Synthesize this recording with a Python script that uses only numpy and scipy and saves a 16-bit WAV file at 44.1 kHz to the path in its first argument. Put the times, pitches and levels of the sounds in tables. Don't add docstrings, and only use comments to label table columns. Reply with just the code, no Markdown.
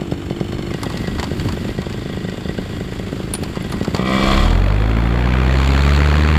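import sys
import numpy as np
from scipy import signal
from scipy.fft import rfft, irfft, next_fast_len
from scipy.io import wavfile
from scipy.ndimage import uniform_filter1d

SR = 44100
rng = np.random.default_rng(int(sys.argv[2]) if len(sys.argv) > 2 else 0)


def output_pcm(signal):
    pcm = np.clip(np.atleast_2d(signal).T, -1, 1) * 32767
    wavfile.write(sys.argv[1], SR, np.round(pcm).astype(np.int16))


N = 281358
T = np.arange(N) / SR
SWITCH_S = .715
OPEN_S, FULL_S, STRAIN_S, GRIP_S, LOCK_S = 3.98, 4.15, 4.33, 4.448, 4.62


def gain_of(db):
    return 10 ** (np.asarray(db) / 20)


def evened(x):
    return x / np.sqrt(np.mean(x ** 2) + 1e-20)


def curves(rows):
    s, *columns = np.transpose(rows)
    return [np.interp(T, s, c) for c in columns]


def coloured(x, points):
    hz, db = np.transpose(points)
    size = next_fast_len(len(x))
    f = np.fft.rfftfreq(size, 1 / SR)
    response_db = np.interp(np.log(f + 1), np.log(hz + 1), db)
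    return irfft(rfft(x, size) * gain_of(response_db), size)[:len(x)]


def ring(x, modes):
    total = 0
    for hz, width, db in modes:
        b, a = signal.iirpeak(hz, hz / max(width, 5), SR)
        total = total + gain_of(db) * signal.lfilter(b, a, x)
    return total


def wander(per_s):
    return evened(coloured(rng.standard_normal(N), [(0, 0), (per_s, 0), (3 * per_s, -40), (SR, -120)]))


def stage(levels):
    return np.interp(T, [OPEN_S, FULL_S, STRAIN_S, GRIP_S, LOCK_S], levels)


def idling():
    # time in seconds, then change in dB of the pilot's bustle, ringing metal and silencer boom,
    # against the level at throttle opening.
    idle_changes = [(0, 1, -9, -11), (.65, 2, -2, 9), (.95, 4, -2.5, -10), (1.2, 3, 0, 6),
                    (1.45, 5.5, -8.5, 8.5), (1.8, 2.5, -3, 4), (2.3, 1.5, -1, 9.5), (2.8, 2.5, -3.5, 7),
                    (3.35, 2.5, -11, 7), (3.6, 2.5, -0.5, 3), (3.9, 3.5, -3, 3)]
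    return [c * stage([1, 0, 0, 0, 0]) for c in curves(idle_changes)]


def stumble_db():
    stumble_s, wide_s, depth_db = 4.04, 0.0056, -6
    return depth_db * np.exp(-.5 * ((T - stumble_s) / wide_s) ** 2)


def blades_hz():
    bite_s, bite_hz = 4.18, 17.3
    surge_hz, surge_s, climb_hz_per_s = 30.43, .3062, 13.449
    u = np.maximum(T - bite_s, 0)
    surge = surge_hz * (1 - np.exp(-u / surge_s))
    return (bite_hz + surge + climb_hz_per_s * u) * (u > 0)


def buffet():
    # frequency in Hz, level in dB.
    buffet_colour = [(15, -27), (35, -11.5), (80, -4.5), (150, -9), (300, -12), (600, -36), (2000, -55.5)]
    lumps = gain_of(1.85 * wander(22.0)) * rng.standard_normal(N)
    level_db = -33 + 2.4 * idling()[0] - 4 * np.maximum(T - STRAIN_S, 0)
    return gain_of(level_db) * evened(coloured(lumps, buffet_colour))


def slipstream():
    # frequency in Hz, level in dB.
    wash_colour = [(60, -23), (150, 7.5), (300, 6), (600, 2.5), (1200, -6), (3000, -38.5)]
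    rush = evened(coloured(gain_of(1.9 * wander(45)) * rng.standard_normal(N), wash_colour))
    return gain_of(-26.0) * (blades_hz() / 70) ** 0.2 * rush


def bumps():
    # start in seconds, level in dB before a common cut of 5.5 dB, starting pitch in Hz.
    settling = [(1.182, -11, 72.7), (1.442, -12.5, 108), (1.515, -13, 134)]
    t = np.arange(6000) / SR
    onset = np.minimum(t / 0.0068, 1)
    out = np.zeros(N + len(t))
    for s, db, hz in settling:
        decay = gain_of(db - 5.5 - 60 * t / 0.15)
        out[round(s * SR):][:len(t)] += decay * onset * np.sin(2 * np.pi * hz * t * (1 - .8 * t))
    return out[:N]


def clicks_and_buckles():
    # start in seconds, snap level in dB, thud level in dB.
    clicks = [(0.715, -38, -47), (0.738, -25, -48), (0.8316, -18.5, -26.5), (0.9004, -27.5, -31),
              (0.922, -28, -46), (0.9724, -20.5, -45), (1.0162, -33, -49), (1.0726, -25, -44),
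              (1.184, -26, -27), (1.197, -17.5, -41), (1.229, -18.5, -25), (1.2412, -20.5, -48),
              (1.397, -23, -55), (1.486, -21.5, -29), (1.523, -24.5, -45), (1.817, -28, -36),
              (1.8982, -28, -42), (1.926, -28.5, -50), (2.2962, -27.5, -44), (2.407, -31, -46),
              (3.338, -18.5, -55), (3.35, -20.5, -46), (3.435, -20, -36), (3.5554, -26, -29),
              (3.723, -19.5, -26), (3.829, -27, -51), (3.846, -21, -25.5), (3.947, -15.5, -23),
              (3.964, -19, -28), (4.458, -30, -20.5), (4.505, -30, -25.5), (4.702, -39, -24)]
    # start in seconds, crackle level in dB, clink level in dB.
    clinks = [(0.833, -17, -51), (0.898, -29, -60), (1.5226, -30, -54), (3.3368, -7, -16.5),
              (3.379, -28, -60), (3.434, -20, -58), (3.6246, -26, -50), (3.698, -33, -46),
              (3.719, -19, -37), (3.8302, -32, -58), (3.948, -30, -56)]
    # frequency in Hz, level in dB, time to fall 60 dB in seconds.
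    buckle_modes = [(8759, -17, .09), (9668, 0, .085), (10550, -19, .07), (11420, -18, .05),
                    (13500, -9, .025)]
    snap_colour = [(1200, 15.0), (2500, 13.0), (3700, 12), (4500, 15.5),
                   (6000, 2), (7500, 8.5), (8800, -7.5), (15500, -12)]
    thud_colour = [(300, 2), (1050, 25), (2000, 4.5), (4000, -59)]
    crackle_colour = [(7000, -16), (10000, 10), (16000, -8)]
    t = np.arange(4000) / SR
    clink = sum(gain_of(db - 60 * t / t60) * np.sin(2 * np.pi * hz * t) for hz, db, t60 in buckle_modes)
    out = np.zeros(N + len(t))
    for s, snap_db, thud_db in clicks:
        snap = evened(coloured(rng.standard_normal(len(t)), snap_colour))
        thud = evened(coloured(rng.standard_normal(len(t)), thud_colour))
        sound = gain_of(snap_db - 60 * t / 0.031) * snap + gain_of(thud_db - 60 * t / 0.14) * thud
        out[round(s * SR):][:len(t)] += np.minimum(t / 0.00071, 1) * sound
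    for s, crackle_db, clink_db in clinks:
        decay = gain_of(crackle_db - 60 * t / 0.0054) + gain_of(crackle_db - 34 - 60 * t / .09)
        crackle = decay * evened(coloured(rng.standard_normal(len(t)), crackle_colour))
        out[round(s * SR):][:len(t)] += np.minimum(t / 0.00097, 1) * (crackle + gain_of(clink_db) * clink)
    return out[:N]


def propeller():
    # time in seconds, shading as a share 0-1.
    helmet_shade = [(4.3, 0), (4.6, 0.66), (4.8, 0.84), (5.2, 0.87), (5.45, 0.57), (5.6, 0.14),
                    (5.95, 0.07), (6.38, 0.36)]
    # time in seconds, swish level in dB.
    swish_levels = [(4.3, -37), (4.7, -36), (5.1, -34.5), (5.3, -31), (5.6, -30), (6, -29.5), (6.38, -29)]
    # multiple of the blade rate, level in dB against the second harmonic.
    overtones = [(3, -8), (4, -11), (5, -16.5), (6, -17), (7, -31.5)]
    # frequency in Hz, level in dB.
    swish_colour = [(150, -1), (500, -13), (1200, -5), (2400, -7.5), (3500, -21.5), (5100, -32),
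                    (7300, -40), (15500, -58)]
    tip_colour = [(1500, -5), (3000, 3.5), (4500, 5), (5200, -12), (6200, -8.5), (7300, -5), (8500, -17),
                  (15500, -23)]
    thump_db, second_db, hiss_db = -12.5, -21, -36.5
    hz, shade = blades_hz(), np.clip(curves(helmet_shade)[0], 0, 1)
    octaves = np.log2(np.maximum(hz, 1) / hz[-1])
    shake_db = 6 * np.exp(-.5 * ((hz - 40) / 9) ** 2)
    thump_curve_db = thump_db + 6.4 * octaves + shake_db - 3 * shade
    second_curve_db = second_db + 0.14 * octaves + 0.48 * shake_db
    angle = np.cumsum(hz) / SR + .767 + .004 * wander(15)
    tone = gain_of(thump_curve_db) * np.sin(2 * np.pi * angle + 0.39)
    tone += gain_of(second_curve_db) * np.sin(4 * np.pi * angle)
    for k, db in overtones:
        tone += gain_of(second_curve_db + db + 3.0 * wander(4)) * np.sin(2 * np.pi * k * angle)
    drop = np.exp(2.7 * (np.cos(2 * np.pi * (angle - .02)) - 1))
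    for db, colour in ((curves(swish_levels)[0], swish_colour), (hiss_db - 16 * shade, tip_colour)):
        eddies = (.26 + drop * gain_of(1.3 * wander(35))) * rng.standard_normal(N)
        tone += gain_of(db) * evened(coloured(eddies, colour))
    fade_in = np.clip((T - 4.18) / 0.16, 0, 1)
    return -np.sqrt(2) * fade_in * tone


def intake(start):
    # frequency in Hz, width in Hz, gain in dB.
    box_after = [(338.6, 29, 19), (273, 43, 11.5), (407, 13, 4), (267, 17, 2), (193, 9, -10), (120, 12, 24),
                 (53, 7.6, 27)]
    box_before = [(290.6, 12, 20), (342, 21, 23), (420, 31, 13), (176, 17, -2), (125, 22, 8)]
    hum_db = -36, -31, -34, -37, -38.5
    gulps = .006 * rng.standard_normal(N)
    gulps[start] += 1
    gulps = np.convolve(gulps, np.hanning(40))[:N]
    level_db = stage(hum_db) - 0.5 * np.maximum(OPEN_S - T, 0)
    after = gain_of(level_db) * evened(ring(gulps, box_after))
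    before = ring(gulps * (T < SWITCH_S), box_before)
    before = gain_of(-30.5) * before / before[T < SWITCH_S].std()
    return after * (T > SWITCH_S) + before


def rattle(angle, db):
    # frequency in Hz, width in Hz, gain in dB of one of two passes.
    metal_after = [(1060, 90, 2), (1580, 130, 4), (1930, 60, 8), (2058, 35, 6), (2330, 160, -8),
                   (2865, 50, 4), (3017, 60, 2), (3280, 65, 5), (3520, 170, 3), (4550, 390, -1),
                   (7420, 230, -4)]
    metal_before = [(1200, 200, 5), (1560, 220, 4), (2150, 260, 6), (3020, 170, 8.5), (3500, 300, 4),
                    (4320, 120, 7), (5170, 280, 2), (7200, 600, -4)]
    # frequency in Hz, level in dB.
    clatter_colour = [(300, 5), (700, -5), (1200, -3), (2000, -6), (3400, -8), (4700, -20.5), (6000, -24.5),
                      (7500, -14.5), (8500, -27), (15500, -33)]
    fan_colour = [(2000, -19), (4500, 14), (6100, -2), (7400, -24), (8600, -3), (15500, -28)]
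    clatter_levels = -37, -25.5, -23.5, -27.5, -45.5
    ring_levels = -39, -27, -31, -34, -50
    bustle_db, ring_db, _ = idling()
    clatter_db = stage(clatter_levels) + bustle_db + stumble_db()
    early = angle + .34
    turn = np.minimum(early.astype(int), len(db) - 1)
    since = early % 1
    harder = gain_of(.4 * (db - uniform_filter1d(db, size=9)))[turn]
    gate = 1.74 + harder * np.exp(-since / 0.44)
    shake = gate * rng.standard_normal(N) * gain_of(1.47 * wander(65))
    clatter = gain_of(clatter_db) * evened(coloured(shake, clatter_colour))
    strike = (.3 + harder ** 1.7 * np.exp(-since / .3)) * rng.standard_normal(N)
    after, before = (evened(ring(ring(strike, modes), modes)) for modes in (metal_after, metal_before))
    ringing = gain_of(stage(ring_levels) + ring_db + stumble_db()) * np.where(T > SWITCH_S, after, before)
    fan_noise = gain_of(2.0 * wander(51)) * rng.standard_normal(N)
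    fan_db = clatter_db - 14.0 - 11 * (T < SWITCH_S)
    return clatter + ringing + gain_of(fan_db) * evened(coloured(fan_noise, fan_colour))


def pipe_wall(start):
    # frequency in Hz, width in Hz, gain in dB of one of two passes.
    low_modes = [(260, 62, 8), (540, 39, 16.5), (666, 47, 21), (723, 44, 18), (1050, 59, 16),
                 (1150, 203, 20.5), (1955, 76, 17.5), (2060, 140, 13), (2290, 57, 20)]
    top_modes = [(3310, 130, 15), (3530, 200, 15), (4180, 360, 13.5), (5150, 330, 6)]
    low_db = -26.5, -22.5, -21, -27, -48
    top_db = -38, -35, -28, -34, -45.5
    luck = rng.standard_normal((len(start), 2))
    shift = np.round(.0001 * SR * luck[:, 0]).astype(int)
    knocks = np.zeros(N)
    knocks[np.clip(start + shift, 0, N - 1)] = gain_of(1.1 * luck[:, 1])
    blunt = np.convolve(knocks, np.hanning(12))[:N]
    tail = signal.lfilter([1], [1, -np.exp(-1 / (.007 * SR))], knocks)
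    grit = tail * rng.standard_normal(N)
    drive = np.roll(blunt + .2 * grit, 130)
    low, top = (evened(ring(ring(drive, modes), modes)) for modes in (low_modes, top_modes))
    wall = gain_of(stage(low_db)) * low + gain_of(stage(top_db)) * top
    return gain_of(stumble_db()) * (T > OPEN_S) * wall


def crank():
    # time in seconds, blow in dB.
    firings = [(0.016, -11), (0.12, -7.5), (0.307, -9), (0.409, -8.5), (0.529, -16.5), (0.59, -17),
               (0.712, -15), (0.744, -12.5), (0.863, -11), (0.941, -13), (1.04, -15), (1.079, -12),
               (1.194, -17.5), (1.313, -13.5), (1.454, -18), (1.572, -15.5), (1.65, -14.5), (1.69, -14.5),
               (1.786, -11.5), (1.865, -14), (1.942, -17), (2.057, -18), (2.096, -17.5), (2.133, -19),
               (2.171, -16.5), (2.247, -17), (2.285, -18), (2.323, -21), (2.378, -19.5), (2.454, -17.5),
               (2.492, -15.5), (2.585, -12.5), (2.807, -16), (2.921, -19), (2.995, -15.5), (3.07, -20.5),
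               (3.127, -14.5), (3.2, -15.5), (3.424, -14.5), (3.57, -13), (3.647, -17), (3.739, -16),
               (3.811, -10), (3.878, -9.5), (3.944, -9.5), (3.992, -8.5)]
    # time in seconds, nominal idle speed in crank turns a second.
    idle_speed = [(0, 48.5), (.7, 49), (.8, 51), (2, 52.5), (3.7, 54.5), (3.85, 59), (4, 63)]
    power_blow_db = -15, -7.5, -9.5, -11.5, -25.5
    open_hz, slip_hz, rev_s = 62.06, 66.6, .1
    gear = 1.392
    s, blow_db = np.transpose(firings)
    rate = np.interp(s[1:], *np.transpose(idle_speed))
    at = 1 + np.r_[0, np.cumsum(np.round(np.diff(s) * rate))].astype(int)
    slipping_hz = slip_hz - (slip_hz - open_hz) * np.exp(-np.maximum(T - s[-1], 0) / rev_s)
    hz = np.maximum(slipping_hz, gear * blades_hz())
    angle = np.interp(T, np.r_[s[0] - 1 / rate[0], s], np.r_[0, at])
    angle = angle + np.cumsum(hz * (T > s[-1])) / SR
    turn = np.arange(int(angle[-1]) + 1)
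    luck = rng.standard_normal(len(turn))
    until = at[np.minimum(np.searchsorted(at, turn), len(at) - 1)] - turn
    db = np.where(until % 2 == 0, -22 + 1.2 * luck, -40 + 1.3 * luck)
    db[at] = blow_db
    start = np.searchsorted(angle, turn).clip(0, N - 1)
    power_db = stage(power_blow_db) - 10 * np.maximum(T - LOCK_S, 0)
    db = np.where(turn > at[-1], power_db[start] + .5 * luck, db)
    return angle, start, db


def exhaust(start, db):
    # frequency in Hz, width in Hz, gain in dB.
    silencer_modes = [(130, 11, -5), (186.6, 7.7, 0), (305, 113, -11), (418, 59, -3.5), (548, 40, -10),
                      (746, 20, -8)]
    # frequency in Hz, level in dB.
    hot_pipe_colour = [(60, 8), (132, -3.5), (198, 1), (264, 5), (330, -1), (430, -11), (530, 4), (740, 0),
                       (810, -8), (1500, -2)]
    boom_db = -0.5, -27, -32, -22, -21
    t = np.arange(1200) / SR

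    def dip(s, wide):
        return -np.exp(-.5 * ((t - s) / wide) ** 2)

    blows, puffs = np.zeros((2, N))
    blows[start] = gain_of(db)
    puffs[start] = gain_of(-10.5 + 1.4 * rng.standard_normal(len(start)) + 0.54 * (db + 11.0))
    port = dip(.0028, .00038) + .42 * dip(.0084, .0008) - .72 * dip(.005, .0013)
    port = gain_of(4.0) * port
    puff = dip(.0045, .0011)
    pulse = signal.oaconvolve(blows, port)[:N] + signal.oaconvolve(puffs, puff)[:N]
    pulse = signal.lfilter(*signal.butter(1, 75, "high", fs=SR), pulse)
    pulse = pulse + gain_of(stage(boom_db) + idling()[2]) * ring(pulse, silencer_modes)
    hot = stage([0, 1, 1, 1, 1])
    return (1 - hot) * pulse + hot * coloured(pulse, hot_pipe_colour)


def scene():
    angle, start, db = crank()
    engine = exhaust(start, db) + rattle(angle, db) + pipe_wall(start) + intake(start)
    return (engine + propeller() + slipstream() + buffet() + clicks_and_buckles() + bumps())[None]


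def record(dry):
    low_pass = signal.firwin(511, 15350, window=("kaiser", 9), fs=SR)
    return signal.oaconvolve(dry, low_pass[None], "same")


dry = scene()
out = record(dry)
output_pcm(out)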